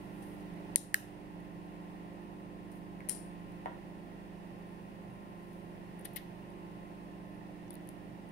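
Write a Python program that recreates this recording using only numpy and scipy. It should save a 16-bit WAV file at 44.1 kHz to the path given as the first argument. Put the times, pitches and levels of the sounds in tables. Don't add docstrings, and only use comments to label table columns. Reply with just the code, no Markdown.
import sys
import numpy as np
from scipy import signal
from scipy.fft import rfft, irfft, next_fast_len
from scipy.io import wavfile
from scipy.ndimage import uniform_filter1d

SR = 44100
rng = np.random.default_rng(int(sys.argv[2]) if len(sys.argv) > 2 else 0)


def unload_audio(sound):
    columns = np.transpose(np.atleast_2d(sound))
    steps = np.round(np.clip(columns, -1, 1) * 32767)
    wavfile.write(sys.argv[1], SR, steps.astype(np.int16))


def natural_amplitude(level_db):
    exponent = np.asarray(level_db, float) / 20
    return 10 ** exponent


N = 366471

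HARD_CRACK_HZ, SOFT_CRACK_HZ = [1500, 17000], [1600, 4100]


def on_log(hz, table, column):
    rows = np.array(table)
    return np.interp(np.log(np.maximum(hz, 1)), np.log(rows[:, 0]), rows[:, column])


def walk(rate):
    points = 16
    held = np.repeat(rng.standard_normal(int(N / SR * 30)), points)
    smooth = 1.2 * uniform_filter1d(uniform_filter1d(held, points), points)
    return np.interp(np.arange(N) * (points * rate / SR), np.arange(len(smooth)), smooth)


def bump(middle_s, half_s):
    return np.exp(-((np.arange(N) / SR - middle_s) / half_s) ** 2)


def tones(hz, table, sway_db, rate, sixth_db=0):
    out = 0
    turn = 2 * np.pi * hz * np.arange(N) / SR
    for multiple, left_db, right_db, lead in table:
        phase = round(multiple) * turn + 2 * np.pi * rng.random()
        drift_db = sway_db * walk(rate) + sixth_db * (round(multiple) == 6)
        sway = np.sqrt(2) * natural_amplitude(drift_db)
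        left = natural_amplitude(left_db) * np.sin(phase + lead)
        right = natural_amplitude(right_db) * np.sin(phase)
        out = out + sway * np.array([left, right])
    return out


def transformer_buzz():
    # (multiple of mains, left level [dB], right level [dB], left lead [rad])
    buzz_partials = [(1, -71.5, -61.5, 0.16), (2, -70, -65, 0.32), (4, -57, -52.5, 0.63),
                     (5, -69.5, -64, 0.0072), (6, -61.5, -55.5, 0.38), (8, -68, -61, -.1),
                     (12, -75.5, -70.5, 0.25)]
    standing_db = 2.5 - 9 * bump(middle_s=5.37, half_s=1.28)
    return tones(49.97, buzz_partials, sway_db=0.8, rate=1.5, sixth_db=standing_db)


def fan_blades():
    # (multiple of blade rate, left level [dB], right level [dB], left lead [rad])
    blade_partials = [(1, -54.5, -51.5, -0.98), (2, -65, -57, -0.6), (3, -69.5, -74.5, 0.7),
                      (4, -78, -65.5, 0.9), (5, -76, -67.5, 4), (6, -62.5, -68.5, 3), (8, -78.5, -86, 5)]
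    return tones(174.2, blade_partials, sway_db=1.5, rate=4.0)


def cooling_air():
    # (frequency [Hz], left level [dB per Hz], right level [dB per Hz], likeness [0-1], left lead [rad])
    rush = [(30, -85, -80, .7, -1), (74.3, -98.5, -89.5, 0.2, 1.3), (130.3, -85, -83, 1, 0),
            (229, -84.5, -84.5, .95, 0.17), (330.2, -84.5, -81, 1, -0.2), (490, -87, -88, 0.81, 0.76),
            (615, -89.5, -82, .2, .5), (900, -95, -83, .45, 2), (1155, -99.5, -92.5, 0.51, 3),
            (1555, -94.5, -101, .3, 3.5), (1850, -97, -88.5, .5, 6), (2300, -96, -100, .15, 8.5),
            (2650, -98.5, -94.5, 0.13, 3.5), (3200, -106, -103, 0, 11.5)]
    # (frequency [Hz], width [Hz], lift [dB])
    casing = [(123.7, 14.03, 10.5), (172.8, 24, 10.5), (330, 18, 6.5), (540, 60, 4)]
    # (frequency [Hz], left level [dB per Hz], right level [dB per Hz])
    hiss = [(3380, -106, -103), (4000, -108, -108), (4800, -109, -110), (6900, -119, -114),
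            (7850, -116, -114), (8800, -108, -136), (9900, -112, -131), (10700, -109, -128),
            (12500, -114, -128), (14100, -118, -123), (15460, -113, -120), (15750, -113, -120),
            (15830, -150, -150)]
    size = next_fast_len(N)
    hz = np.fft.rfftfreq(size, 1 / SR)
    first, second = rfft(rng.standard_normal((2, size))) * np.sqrt(SR / 2)
    lift = natural_amplitude(sum(db / (1 + ((hz - f) / (width / 2)) ** 2) for f, width, db in casing))
    top_hz = rush[-1][0]

    def colour(column):
        level_db = np.where(hz < top_hz, on_log(hz, rush, column), on_log(hz, hiss, column))
        return natural_amplitude(level_db) * lift * np.minimum(hz / 25, 1)

    like = np.clip(on_log(hz, rush, 3), 0, 1) * np.minimum(top_hz / (hz + 1), 1) ** 2
    shared = like * first * np.exp(-1j * on_log(hz, rush, 4))
    mixed = shared + np.sqrt(1 - like ** 2) * second
    noise = irfft(np.array([colour(1) * first, colour(2) * mixed]), size)[:, :N]
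    return noise * natural_amplitude(.5 * walk(3))


def skin_brush():
    # (middle [s], peak level [dB], half length [s])
    strokes = [
        (.0, -68.5, .1),
        (0.274, -62.5, 0.13),
        (2.75, -68, 0.088),
        (4.698, -78.5, 0.079),
        (5.2, -74, .5),
        (5.55, -70.5, .1),
        (6.399, -81, .6),
    ]
    # (start [s], length [s], from [Hz], to [Hz], level [dB])
    squeaks = [
        (4.66, .08, 10750, 10950, -79),
        (5.115, 0.042, 11050, 10500, -77),
        (7.245, .08, 11000, 11600, -77),
        (7.325, .05, 11600, 10400, -75),
    ]
    thin = signal.lfilter(*signal.butter(2, 10500, "high", fs=SR), rng.standard_normal(N))
    pressure = sum(natural_amplitude(db) * bump(s, half) for s, db, half in strokes)
    out = thin * natural_amplitude(2.2 * walk(24.8)) * pressure
    for s, length, from_hz, to_hz, db in squeaks:
        count = int(length * SR)
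        glide = np.sin(2 * np.pi * np.cumsum(np.linspace(from_hz, to_hz, count)) / SR)
        out[int(s * SR):][:count] += natural_amplitude(db) * np.hanning(count) ** .2 * glide
    return out


def slips(table, crack_hz, crack_db, room_db, hollow):
    out = np.zeros((2, N + SR))
    grain = rng.standard_normal((len(table), 2048))
    t = np.arange(grain.shape[1]) / SR
    small = signal.butter(2, crack_hz, "band", fs=SR)
    for (s, ring_db, ring_hz, slip_ms), noise in zip(table, grain):
        burst = noise * np.abs(noise) * np.exp(-(t / (slip_ms / 1000)) ** 2)
        burst[0] = 1.8
        near = burst / np.sqrt(np.sum(burst ** 2))
        push = np.array([near, natural_amplitude(room_db) * (t == 0)])
        width_hz = 220 * (ring_hz / 1000) ** 1.25 / hollow
        peak = signal.iirpeak(ring_hz, ring_hz / width_hz, SR)
        ring = signal.lfilter(*peak, signal.lfilter(*peak, push))
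        crack = natural_amplitude(crack_db) * signal.lfilter(*small, push)
        out[:, int(s * SR):][:, :len(t)] += natural_amplitude(ring_db) * (ring + crack)
    return out[:, :N]


def finger_catches():
    # (time [s], ring level [dB], ring pitch [Hz], slip length [ms])
    catches = [
        (.2240, -39.5, 10200, 18),
        (.406, -50, 10000, 4),
        (.537, -52, 9900, 4),
        (1.404, -49, 10000, 1),
        (2.716, -40.5, 13000, 17),
        (3.52, -49, 10000, 3),
        (3.658, -45, 12000, 1),
        (5.53, -45, 12500, 10),
    ]
    return slips(catches, HARD_CRACK_HZ, crack_db=5.5, room_db=-10, hollow=1.0)


def cap_snaps():
    # (time [s], ring level [dB], ring pitch [Hz], slip length [ms])
    rim_snaps = [
        (.7590, 5.5, 9900, .3),
        (.7608, -7, 11000, 2.2),
        (.943, 2.5, 12900, 0.9),
    ]
    return slips(rim_snaps, [3600, 17000], crack_db=-3, room_db=-15.5, hollow=0.88)


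def tube_rings():
    # (time [s], ring level [dB], ring pitch [Hz], slip length [ms])
    tube_modes = [
        (.7592, 2, 4000, 1),
        (.7594, -2, 6700, .5),
        (.7598, -1, 2030, .64),
        (.9433, 0, 4300, 0.93),
        (.9431, 19, 1780, 0.2),
        (.9434, 10, 1310, .3),
    ]
    return slips(tube_modes, HARD_CRACK_HZ, crack_db=-39.5, room_db=-22, hollow=1.0)


def tube_touches():
    # (time [s], ring level [dB], ring pitch [Hz], slip length [ms])
    touches = [
        (.7600, -10, 2000, 2),
        (.9436, -1, 2800, 1),
        (3.005, -8, 900, 1.5),
        (3.005, -8, 1950, 2),
        (3.0943, -6, 5960, 2.1),
        (3.0945, -13, 3800, 2),
        (3.6590, -11, 2300, 3.7),
        (4.118, -19, 1900, 2),
    ]
    return slips(touches, HARD_CRACK_HZ, crack_db=-37, room_db=-8, hollow=.8)


def dropped_part():
    # (time [s], ring level [dB], ring pitch [Hz], slip length [ms])
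    bounces = [
        (3.0878, -5, 10000, 3),
        (3.0941, 2.5, 9700, 3.4),
        (3.146, -21, 4940, 3),
        (3.180, -27, 5000, 2),
    ]
    return slips(bounces, HARD_CRACK_HZ, crack_db=-15, room_db=-4.5, hollow=1.2)


def worktop_knock():
    # (time [s], level [dB])
    blow = (3.6585, -30.5)
    # (frequency [Hz], level [dB], t60 [s])
    slab_modes = [(640, -10, .03), (800, 4.5, 0.021), (930, 1.5, 0.028), (1370, -9, .02),
                  (1800, -8.5, 0.016), (2520, -36, 0.018)]
    t = np.maximum(np.arange(N) / SR - blow[0], 0)
    modes = sum(natural_amplitude(db) * np.sin(2 * np.pi * hz * t) * natural_amplitude(-60 * t / t60) for hz, db, t60 in slab_modes)
    stiff = signal.butter(3, [480, 3600], "band", fs=SR, output="sos")
    return natural_amplitude(blow[1]) * signal.sosfilt(stiff, modes)


def dropper_ticks():
    # (time [s], ring level [dB], ring pitch [Hz], slip length [ms])
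    teeth = [(5.992, -25.5, 11000, 7), (6.009, -29, 11000, 7.1), (6.0465, -18, 9500, 6.8),
             (6.0525, -6, 11300, 4.9), (6.077, -34, 12500, 1), (6.133, -25, 12500, 8),
             (6.1598, -4, 13000, 3.5), (6.1650, -3.5, 13000, 7.6), (6.503, -36, 11000, 3),
             (6.95, -40, 11100, 6), (7.7062, -13.5, 10700, 1.3), (7.7312, -24, 14500, .6),
             (7.7410, -18, 14000, 1), (7.7540, -21.5, 11000, 1.3), (7.8735, -25, 10600, .8),
             (7.8900, -13, 11000, 0.58), (8.29, -36, 9970, 5)]
    return slips(teeth, SOFT_CRACK_HZ, crack_db=-14, room_db=-17, hollow=1.5)


def shell_creaks():
    # (time [s], ring level [dB], ring pitch [Hz], slip length [ms])
    creaks = [
        (6.050, -9, 1900, 14),
        (6.163, -6, 2100, 20),
        (6.175, -13, 3030, 2.8),
        (7.680, -32.5, 6000, 2),
        (7.7065, -21, 3400, 1),
        (7.7545, -29, 4000, 1),
    ]
    return slips(creaks, SOFT_CRACK_HZ, crack_db=-3.5, room_db=-12, hollow=1.3)


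def kitchen(feed):
    # (delay [s], level [dB])
    walls = [
        (.0098, -1),
        (0.0225, -4),
    ]
    tail_t60_s, tail_start_s = .36, 0.0023
    t = np.arange(SR // 2) / SR
    fade = natural_amplitude(-60 * t / tail_t60_s) * np.clip(t / tail_start_s - 1, 0, 1)
    tail = rng.standard_normal((2, len(t))) * fade
    tail *= natural_amplitude(3.0 * rng.standard_normal((2, len(t))))
    dull = signal.lfilter(*signal.butter(2, 12000, fs=SR), tail)
    tail = dull + (tail - dull) * natural_amplitude(-60 * t / 1.1)
    tail /= np.sqrt(np.sum(tail ** 2, axis=1, keepdims=True))
    for s, db in walls:
        tail[:, int(s * SR)] += natural_amplitude(db) / 3
    return signal.fftconvolve(feed[None], tail, axes=1)[:, :N]


def causal(db, size=1024):
    cep = irfft(np.log(natural_amplitude(db)), size)
    cep[1:size // 2] *= 2
    cep[size // 2 + 1:] = 0
    return irfft(np.exp(rfft(cep)), size)


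def phone_ports(near, reflected):
    # (frequency [Hz], left gain [dB], right gain [dB])
    port_gains = [(1157, -1.5, -1.5), (1852, -5, 7.5), (2476, -1, -0.5), (4000, 1.5, 0.5), (7200, 0, 1.5),
                  (7960, -2.5, -0.5), (8896, 10.5, -26.5), (9900, 2, -33), (10900, 8, -25.5),
                  (11300, 0.5, -32), (13000, 1, -24), (15700, -8.5, -22), (16950, -39, -60.5)]
    shadow_hz, shadow_db, right_lag_s = 2700, -18.5, 0.00029
    hz = np.fft.rfftfreq(1024, 1 / SR)
    shade = causal(shadow_db / (1 + (shadow_hz / (hz + 1)) ** 4))
    behind = np.roll(signal.fftconvolve(near, shade)[:N], int(right_lag_s * SR))
    arrive = np.array([near, behind]) + reflected
    ports = np.array([causal(on_log(hz, port_gains, c)) for c in (1, 2)])
    return signal.fftconvolve(arrive, ports, axes=1)[:, :N]


def gain_db():
    duck_s, hold_s, recover_s = 0.757, 0.18, .12
    before_db, duck_db, sag_db_per_s = 1.66, -3.5, -0.063
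    since = np.arange(N) / SR - duck_s
    after = duck_db * np.exp(-np.maximum(since - hold_s, 0) / recover_s) + sag_db_per_s * since
    return uniform_filter1d(np.where(since < 0, before_db, after), size=256)


def scene():
    oven = transformer_buzz() + fan_blades() + cooling_air()
    cap_and_tube = finger_catches() + cap_snaps() + tube_rings() + tube_touches()
    near, feed = cap_and_tube + dropped_part() + dropper_ticks() + shell_creaks()
    blow = worktop_knock()
    near = near + blow + skin_brush()
    feed = feed + natural_amplitude(-3) * blow
    return phone_ports(near, kitchen(feed)) + oven


def low_pass(x):
    return signal.sosfilt(signal.butter(12, 16840, fs=SR, output="sos"), x)


def record(dry):
    mix = dry * natural_amplitude(gain_db())
    return low_pass(mix)


dry = scene()
out = record(dry)
unload_audio(out)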